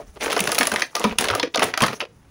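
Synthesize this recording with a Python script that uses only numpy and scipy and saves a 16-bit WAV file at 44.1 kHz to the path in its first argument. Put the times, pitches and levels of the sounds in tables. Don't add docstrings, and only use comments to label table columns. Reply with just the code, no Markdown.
import sys
import numpy as np
from scipy import signal
from scipy.fft import rfft, irfft, next_fast_len
from scipy.io import wavfile
from scipy.ndimage import uniform_filter1d, map_coordinates

SR = 44100
rng = np.random.default_rng(int(sys.argv[2]) if len(sys.argv) > 2 else 0)


def wrap_up_sound(samples):
    columns = np.atleast_2d(samples).T
    tamed = np.clip(columns, -1, 1)
    steps = np.round(tamed * 32767).astype(np.int16)
    wavfile.write(sys.argv[1], SR, steps)


def undo_db(level):
    steps = np.asarray(level, float) / 20
    return 10 ** steps


N = 101429


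def unit(x):
    return x / np.sqrt(np.mean(x ** 2) + 1e-20)


def noise():
    return rng.standard_normal(N)


def along(points, hz):
    f, v = np.transpose(points)
    return np.interp(np.log(hz + 1), np.log(f + 1), v)


def wobble(knots_per_s):
    return map_coordinates(rng.standard_normal(300), [np.arange(N) * knots_per_s / SR])


def coloured(x, spectrum):
    m = 2 * next_fast_len(N // 2 + 4096)
    hz = np.fft.rfftfreq(m, 1 / SR)
    gain = undo_db(along(spectrum, hz)) * np.clip(hz / spectrum[0][0], 1e-3, 1) ** 2
    cepstrum = irfft(np.log(gain / np.sqrt(np.mean(gain ** 2))), m)
    cepstrum[1:m // 2] *= 2
    cepstrum[m // 2 + 1:] = 0
    return irfft(rfft(x, m) * np.exp(rfft(cepstrum)), m)[:N]


def ring(t, hz, t60_s, rise_s):
    return undo_db(-60 * t / t60_s) * (1 - np.exp(-t / rise_s)) * np.sin(2 * np.pi * hz * t)


def resonance(f, hz, q):
    return 1j * f * hz / q / (hz * hz - f * f + 1j * f * hz / q)


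def patchy(x):
    patch_db = 3
    z = signal.stft(x, nperseg=256)[2]
    field = uniform_filter1d(rng.standard_normal(z.shape), size=9, axis=0)
    field = uniform_filter1d(field, size=4, axis=1)
    return signal.istft(z * undo_db(patch_db * unit(field)), nperseg=256)[1][:N]


# (frequency [Hz], density [dB per Hz])
AIR_SPECTRUM = [(25, -7), (90, -2.5), (200, -6), (450, -19), (1100, -20), (4000, -32.5), (16000, -33.5)]
AIR_DB, DUCK_DB, DUCK_S = -53.5, 9, 0.051


def floor(bag):
    hop = 64
    memory = np.exp(-np.arange(300) * hop / SR / DUCK_S)
    busy = np.convolve(np.abs(bag[::hop]) > .05, memory)
    depth = np.interp(np.arange(N), np.arange(len(busy)) * hop, np.tanh(busy))
    air = unit(coloured(noise(), AIR_SPECTRUM))
    return undo_db(AIR_DB + 1.1 * wobble(36)) * undo_db(-DUCK_DB * depth) * air


# (time [s], peak [dB], pitch [Hz])
BASE_BUMPS = [(0, -26, 637), (0.028, -36.5, 46.8), (.09, -36, 52.8), (.165, -32, 430), (0.239, -44, 72),
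              (0.281, -22, 542), (0.331, -42, 218), (0.4, -25, 168), (1.1, -38, 56.3), (0.473, -28, 192),
              (0.599, -22, 250), (0.719, -26.5, 225), (1.044, -17, 217), (1.19, -27.5, 207),
              (1.23, -44, 49.3), (1.301, -31.5, 104.3), (1.431, -14.5, 456), (1.577, -24, 247),
              (1.637, -36.5, 122), (1.809, -21.5, 133), (1.819, -17.5, 218), (2.021, -24.5, 547),
              (2.054, -31, 558)]
BUMP_T60_S = 0.11
BUMP_RISE_CYCLES, BUMP_RING_CYCLES = 0.15, 8


def bumps():
    out, t = np.zeros(N + SR), np.arange(SR // 2) / SR
    for s, db, hz in BASE_BUMPS:
        t60_s = BUMP_T60_S * (200 / hz) ** .25
        rise = 1 - np.exp(-t * hz / BUMP_RISE_CYCLES)
        drive = undo_db(-60 * t / t60_s) * rise * rng.standard_normal(len(t))
        mode = ring(t, hz, BUMP_RING_CYCLES / hz, 1 / hz)
        thud = signal.fftconvolve(drive, mode)[:len(t)]
        out[round(s * SR):][:len(t)] += undo_db(db) * thud / np.abs(thud).max()
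    return out[:N]


# (time [s], level [dB])
HAND_EFFORT = [(.02, -47.5), (.05, -57), (0.196, -45), (0.214, -30.5), (.81, -36), (.87, -52.5),
               (1.06, -34.5), (1.16, -47), (1.213, -28.5), (1.401, -39.5), (1.5, -64), (1.621, -26.5),
               (1.705, -38), (1.79, -58.5), (1.82, -22), (1.899, -35.5), (1.971, -44), (2.089, -63.5)]
# (frequency [Hz], density [dB per Hz])
RUSTLE_SPECTRUM = [(280, -4), (420, 2), (900, -3), (2500, -7), (5600, -17), (9000, -26), (16000, -23.5)]
CRACKLES_PER_S, CRACKLE_SPREAD_DB, CRACKLE_T60_S, SLIDE_DB = 1100, 4, .0025, -3


def crackle():
    s, db = np.transpose(HAND_EFFORT)
    effort = undo_db(np.interp(np.arange(N) / SR, s, db) + 2.2 * wobble(60))
    chance, size = rng.random((2, N))
    hits = chance < CRACKLES_PER_S / SR * undo_db(5 * wobble(70))
    clicks = hits * undo_db(-CRACKLE_SPREAD_DB * np.log(np.clip(size, .01, 1)))
    decay = undo_db(-60 * np.arange(400) / SR / CRACKLE_T60_S)
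    grains = unit(np.convolve(clicks, decay)[:N] * noise())
    slide = undo_db(SLIDE_DB) * noise()
    return coloured(effort * (grains + slide), RUSTLE_SPECTRUM)


# (time [s], level [dB])
FINGER_PRESSURE = [(.18, -53.5), (.225, -23.5), (.33, -36), (.42, -27.5), (.65, -34), (.8, -33), (.86, -49),
                   (1.03, -46), (1.17, -48), (1.22, -49), (1.4, -55.5), (1.48, -67), (1.66, -33.5),
                   (1.76, -58), (1.86, -37), (2.06, -63)]
# (frequency [Hz], density [dB per Hz])
SKIN_SPECTRUM = [(3000, -17.5), (6000, 5.5), (10000, 0.5), (15500, 0.5)]
RUB_DB = -7


def rub():
    s, db = np.transpose(FINGER_PRESSURE)
    pressure_db = np.interp(np.arange(N) / SR, s, db)
    level_db = pressure_db + RUB_DB + 2.5 * wobble(67) + 2.0 * wobble(25)
    return undo_db(level_db) * patchy(coloured(noise(), SKIN_SPECTRUM))


def small_breaks(events, trim_db):
    t60_s, q = .011, 1.05
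    out, t = np.zeros(N + SR), np.arange(1024) / SR
    f = np.fft.rfftfreq(len(t), 1 / SR)
    for s, db, hz in events:
        burst = undo_db(-60 * t / t60_s) * rng.standard_normal(len(t))
        band = 1j * f * hz / (hz * hz - f * f + 1j * f * hz / q)
        click = irfft(rfft(burst) * band ** 2)
        out[round(s * SR):][:len(t)] += undo_db(db + trim_db) * click / np.abs(click).max()
    return out[:N]


# (time [s], peak [dB], pitch [Hz])
FIBRE_TEARS = [(.1515, -31, 10500), (.307, -20, 9010), (.4043, -4, 9800), (.4397, -15, 9870),
               (.5294, -16.5, 10360), (.5988, -18, 9300), (.6535, -12, 9870), (.6965, -18, 9800),
               (.807, -22, 8900), (1.2088, -26, 9970), (1.3115, -22, 9460), (1.3628, -29, 9000),
               (1.868, -15, 10500), (1.9985, -24, 9950), (1.5405, -26, 2500), (1.574, -12.5, 3980),
               (1.64, -17, 9500), (.6705, -6, 10200), (1.397, -13, 3900)]


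def fibres():
    return small_breaks(FIBRE_TEARS, trim_db=2)


# (time [s], peak [dB], crack pitch
# [Hz], panel ring over crack [dB], crisp edge over crack [dB])
BUCKLES = [(0.2089, -18, 1696, -20, -19), (0.2578, -18, 2090, -4.5, -21.5),
           (0.301, -16, 2140, -9, -15), (0.3191, -12.5, 2600, -9, -13.5),
           (0.328, -9, 1340, -18.5, -12.5), (0.3649, -8, 1760, -3.5, -36.5),
           (0.3778, -17.5, 2880, 0, -10), (0.3918, -9, 2100, -20.5, -15.5),
           (0.4728, -8, 1510, -10, -12.5), (0.491, -16.5, 1380, 2, -12.5),
           (0.5203, -9, 1380, -6, -27.5), (0.5474, -19, 2760, -28, 1.5),
           (0.5824, -4.5, 1470, -14.5, -16.5), (0.6094, -4, 2240, -6, -19),
           (0.631, -7, 2110, -12, -13.5), (0.6716, -12.5, 1900, -6, -6.5),
           (0.7173, -9.5, 1570, -26, -12.5), (0.7379, -13.5, 1960, -1, -10.5),
           (0.7599, -9, 1960, -10.5, -19.5), (0.7945, -13, 1310, -28, -17.5),
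           (0.82, -3, 1980, -21.5, -26), (0.952, -6.5, 6400, -13.5, -15),
                 (0.9643, -13, 1360, -5, -15), (0.9962, -25, 2160, 1.5, 0), (1.0411, -10, 3040, 0, -14),
                 (1.047, -10, 1620, -4, -32), (1.1851, -4.5, 3020, -32.5, -7.5),
                 (1.2088, -15.5, 1750, -5.5, -1), (1.2415, -11.5, 1760, -14.5, -10.5),
                 (1.2858, -11, 2010, -7.5, -21.5), (1.3011, -8, 1440, -5.5, -31),
                 (1.3512, -14.5, 1290, 1.5, -14), (1.3974, -10, 3860, -9.5, -27),
                 (1.4294, -7, 1940, -11.5, -40),
           (1.5448, -9.5, 3560, -7, -24), (1.5578, -13, 1460, 0, -23), (1.5743, -13, 1440, -3, -35),
                  (1.5939, -8.5, 1930, -9, -18.5), (1.63, -8.5, 1560, -9, -11),
                  (1.6399, -16.5, 1720, -8.5, -3.5), (1.7386, -9.5, 1830, -13.5, -59),
                  (1.7751, -7.5, 1356, -9.5, -31), (1.8052, -10.5, 2110, -7, -15),
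                  (1.8198, -9, 3110, -7, -8), (1.8271, -9, 1385, 2.5, -13.5),
                  (1.8363, -4, 1470, -14.5, -24), (1.8624, -10, 1340, -26, -15.5),
                  (1.8815, -11.5, 1354, -18, -27), (2.0042, -12.5, 2560, -31.5, -26),
                  (2.0125, -14.5, 1450, -10, -28)]
# (frequency [Hz], level [dB])
CRACK_SPECTRUM = [(500, -4.5), (1200, -2.5), (2500, -1), (6000, -6.5), (8000, -26)]
EDGE_SPECTRUM = [(5500, -3.5), (7000, -0.5), (10000, 0), (15500, -3.5), (16500, -25.5)]
PANEL_HZ = [450, 598, 685.6, 971, 1179]
VOLLEY_S, FADE_S, RISE_S, CLICK_SPREAD_DB = 0.0056, 0.005, 0.0006, 3.5
LEAD_S, LEAD_DB = .006, -29
CRACK_DB, RING_DB, EDGE_DB = -10.5, -0.5, 2
PEAK_DB, PEAK_Q = 4, 3
PANEL_T60_S, PANEL_RISE_S, PANEL_SPREAD_DB = 0.031, 0.0019, 2.5


def volley_shape(t):
    rise = 1 - np.exp(-(t / RISE_S) ** 2)
    fade_db = -60 * np.clip(t - VOLLEY_S, 0, 1) / (3 * FADE_S)
    sag_db = -9.4 * np.clip(t / VOLLEY_S, 0, 1)
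    main = np.roll(rise * undo_db(fade_db + sag_db), round(LEAD_S * SR))
    return main + undo_db(LEAD_DB) * (t / LEAD_S) ** 2 * (t < LEAD_S + RISE_S)


def panel_modes(t):
    out = np.zeros(len(t))
    for hz in PANEL_HZ:
        detune, gain = rng.standard_normal(2)
        mode = ring(t, hz * (1 + 0.041 * detune), PANEL_T60_S, PANEL_RISE_S)
        out += undo_db(PANEL_SPREAD_DB * gain) * mode
    return out


def creases():
    crack, edge, tones = np.zeros((3, N + SR))
    t = np.arange(4096) / SR
    f = np.fft.rfftfreq(len(t), 1 / SR)
    shape = volley_shape(t)
    for s, db, hz, ring_db, edge_db in BUCKLES:
        lumps = undo_db(CLICK_SPREAD_DB * np.repeat(rng.standard_normal(len(t) // 16), 16))
        volley = shape * lumps * rng.standard_normal((3, len(t)))
        volley = 12 * volley / np.linalg.norm(volley, axis=1)[:, None]
        peak = 1 + undo_db(PEAK_DB) * resonance(f, hz, PEAK_Q)
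        panel = signal.fftconvolve(volley[2], panel_modes(t))[:len(t)]
        crisp = volley[1] * undo_db(-300 * np.abs(t - LEAD_S))
        i = round((s - RISE_S - LEAD_S) * SR)
        crack[i:i + len(t)] += undo_db(db + CRACK_DB) * irfft(rfft(volley[0]) * peak)
        edge[i:i + len(t)] += undo_db(db + edge_db + EDGE_DB) * crisp
        tones[i:i + len(t)] += undo_db(db + ring_db + RING_DB) * panel / np.abs(panel).max()
    return coloured(crack[:N], CRACK_SPECTRUM) + coloured(edge[:N], EDGE_SPECTRUM) + tones[:N]


# (time [s], peak [dB], pitch [Hz])
CREASE_TICKS = [(.2262, -12.5, 1760), (.2605, -11, 2180), (.2795, -12, 1320), (.307, -11.5, 2800),
                (.3143, -12, 3000), (.3704, -11.5, 1230), (.4073, -6, 2520), (.4397, -12, 2000),
                (.5534, -9, 2700), (.619, -9, 1510), (.6546, -13, 2400), (.807, -11.5, 2100),
                (.931, -25.5, 1100), (1.0335, -18, 4500), (1.095, -18, 2500), (1.254, -10, 3020),
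                (1.2697, -17, 2600), (1.2852, -6.5, 3000), (1.3115, -13, 2000), (1.3316, -13, 1260),
                (1.3372, -10, 1130), (1.3508, -19, 1960), (1.4334, -10, 2430), (1.5578, -2, 5140),
                (1.5785, -8.5, 1980), (1.6107, -35, 3030), (1.6203, -6, 840), (1.6232, -17, 2000),
                (1.6355, -10, 2170), (1.6497, -37, 2500), (1.6562, -24, 1490), (1.6716, -19, 1790),
                (1.6885, -18, 2000), (1.8117, -6, 1330), (1.8434, -5, 1200), (1.932, -20, 1360),
                (2.025, -26, 1500), (2.0525, -23, 1750)]


def ticks():
    return small_breaks(CREASE_TICKS, trim_db=-3)


# (time [s], peak [dB])
BRITTLE_SNAPS = [
    (0.5183, -6.5),
    (0.5869, -3.5),
    (0.6706, -14),
    (1.1872, -13.5),
    (1.2865, -25),
    (1.351, -11.5),
    (1.5575, -30),
    (1.776, -13.5),
]
SNAP_T60_S, SNAP_DB = 0.008, 8.5


def snaps():
    out, t = np.zeros(N + SR), np.arange(1024) / SR
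    for s, db in BRITTLE_SNAPS:
        burst = undo_db(-60 * t / SNAP_T60_S) * rng.standard_normal(len(t))
        out[round(s * SR):][:len(t)] += undo_db(db + SNAP_DB) * burst / np.abs(burst).max()
    return coloured(out[:N], [(1500, -10), (5000, 0.5), (16900, -0.5)])


def brush():
    at_s, length_s, level_db = 1.958, .02, -41
    swell = np.exp(-((np.arange(N) / SR - at_s) / length_s) ** 2)
    spectrum = [(4800, -14), (5600, 0), (6400, 0), (7000, -14), (10000, -8), (15500, -12)]
    return undo_db(level_db) * swell * coloured(noise(), spectrum)


# (frequency [Hz], T60 [s])
ROOM_T60 = [(200, 0.42), (1000, 0.25), (5000, 0.25), (9000, 0.22), (15000, 0.17)]
ROOM_DB = -8.5


def room(x):
    out, size, delay = np.zeros(N + SR), SR // 8, 150
    for i in range(0, N, size):
        hz, t, z = signal.stft(rng.standard_normal(SR // 3), SR, nperseg=128)
        decay = undo_db(-60 * t / along(ROOM_T60, hz)[:, None])
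        tail = signal.istft(z * decay, SR, nperseg=128)[1]
        wet = signal.fftconvolve(x[i:i + size], tail / np.linalg.norm(tail))
        out[i + delay:i + delay + len(wet)] += wet
    return out[:N]


def gated(x):
    gate_db, depth_db, window_s = -31.5, 11, 0.01
    power = np.abs(uniform_filter1d(x ** 2, round(window_s * SR)))
    level_db = 10 * np.log10(power + 1e-12)
    return x * undo_db(-depth_db * np.clip((gate_db - level_db) / 10, 0, 1))


def scene():
    bag = bumps() + patchy(crackle()) + creases() + snaps()
    wet = undo_db(ROOM_DB) * room(bag)
    paper = gated(bag + wet + fibres() + ticks())
    return (floor(bag) + paper + rub() + brush())[None]


def roll_off(x):
    return signal.sosfilt(signal.butter(12, 17150, fs=SR, output="sos"), x)


# (frequency [Hz], gain [dB])
MIC_RESPONSE = [(30, -1), (50, 3), (6500, -1), (8000, -8), (10300, 1.5), (12800, -17.5), (14000, -12),
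                (15300, -3)]
LIMIT = .7
TOP_HZ, STEADY_TOP_HZ, PASS_DB = 17100, 15950, -31


def record(dry):
    hz = np.fft.rfftfreq(N, 1 / SR)
    x = irfft(rfft(dry) * undo_db(along(MIC_RESPONSE, hz)), N)
    z = rfft(x / (1 + np.abs(x / LIMIT) ** 4) ** .25)
    body = np.clip((STEADY_TOP_HZ - hz) / 250, 0, 1)
    top = irfft(z * (1 - body) * np.clip((TOP_HZ - hz) / 300, 0, 1), N)
    loud = uniform_filter1d(top ** 2, size=256) > undo_db(2 * PASS_DB)
    passed = uniform_filter1d(1. * loud, size=300)
    return roll_off(irfft(z * body, N) + passed * top)


dry = scene()
out = record(dry)
wrap_up_sound(out)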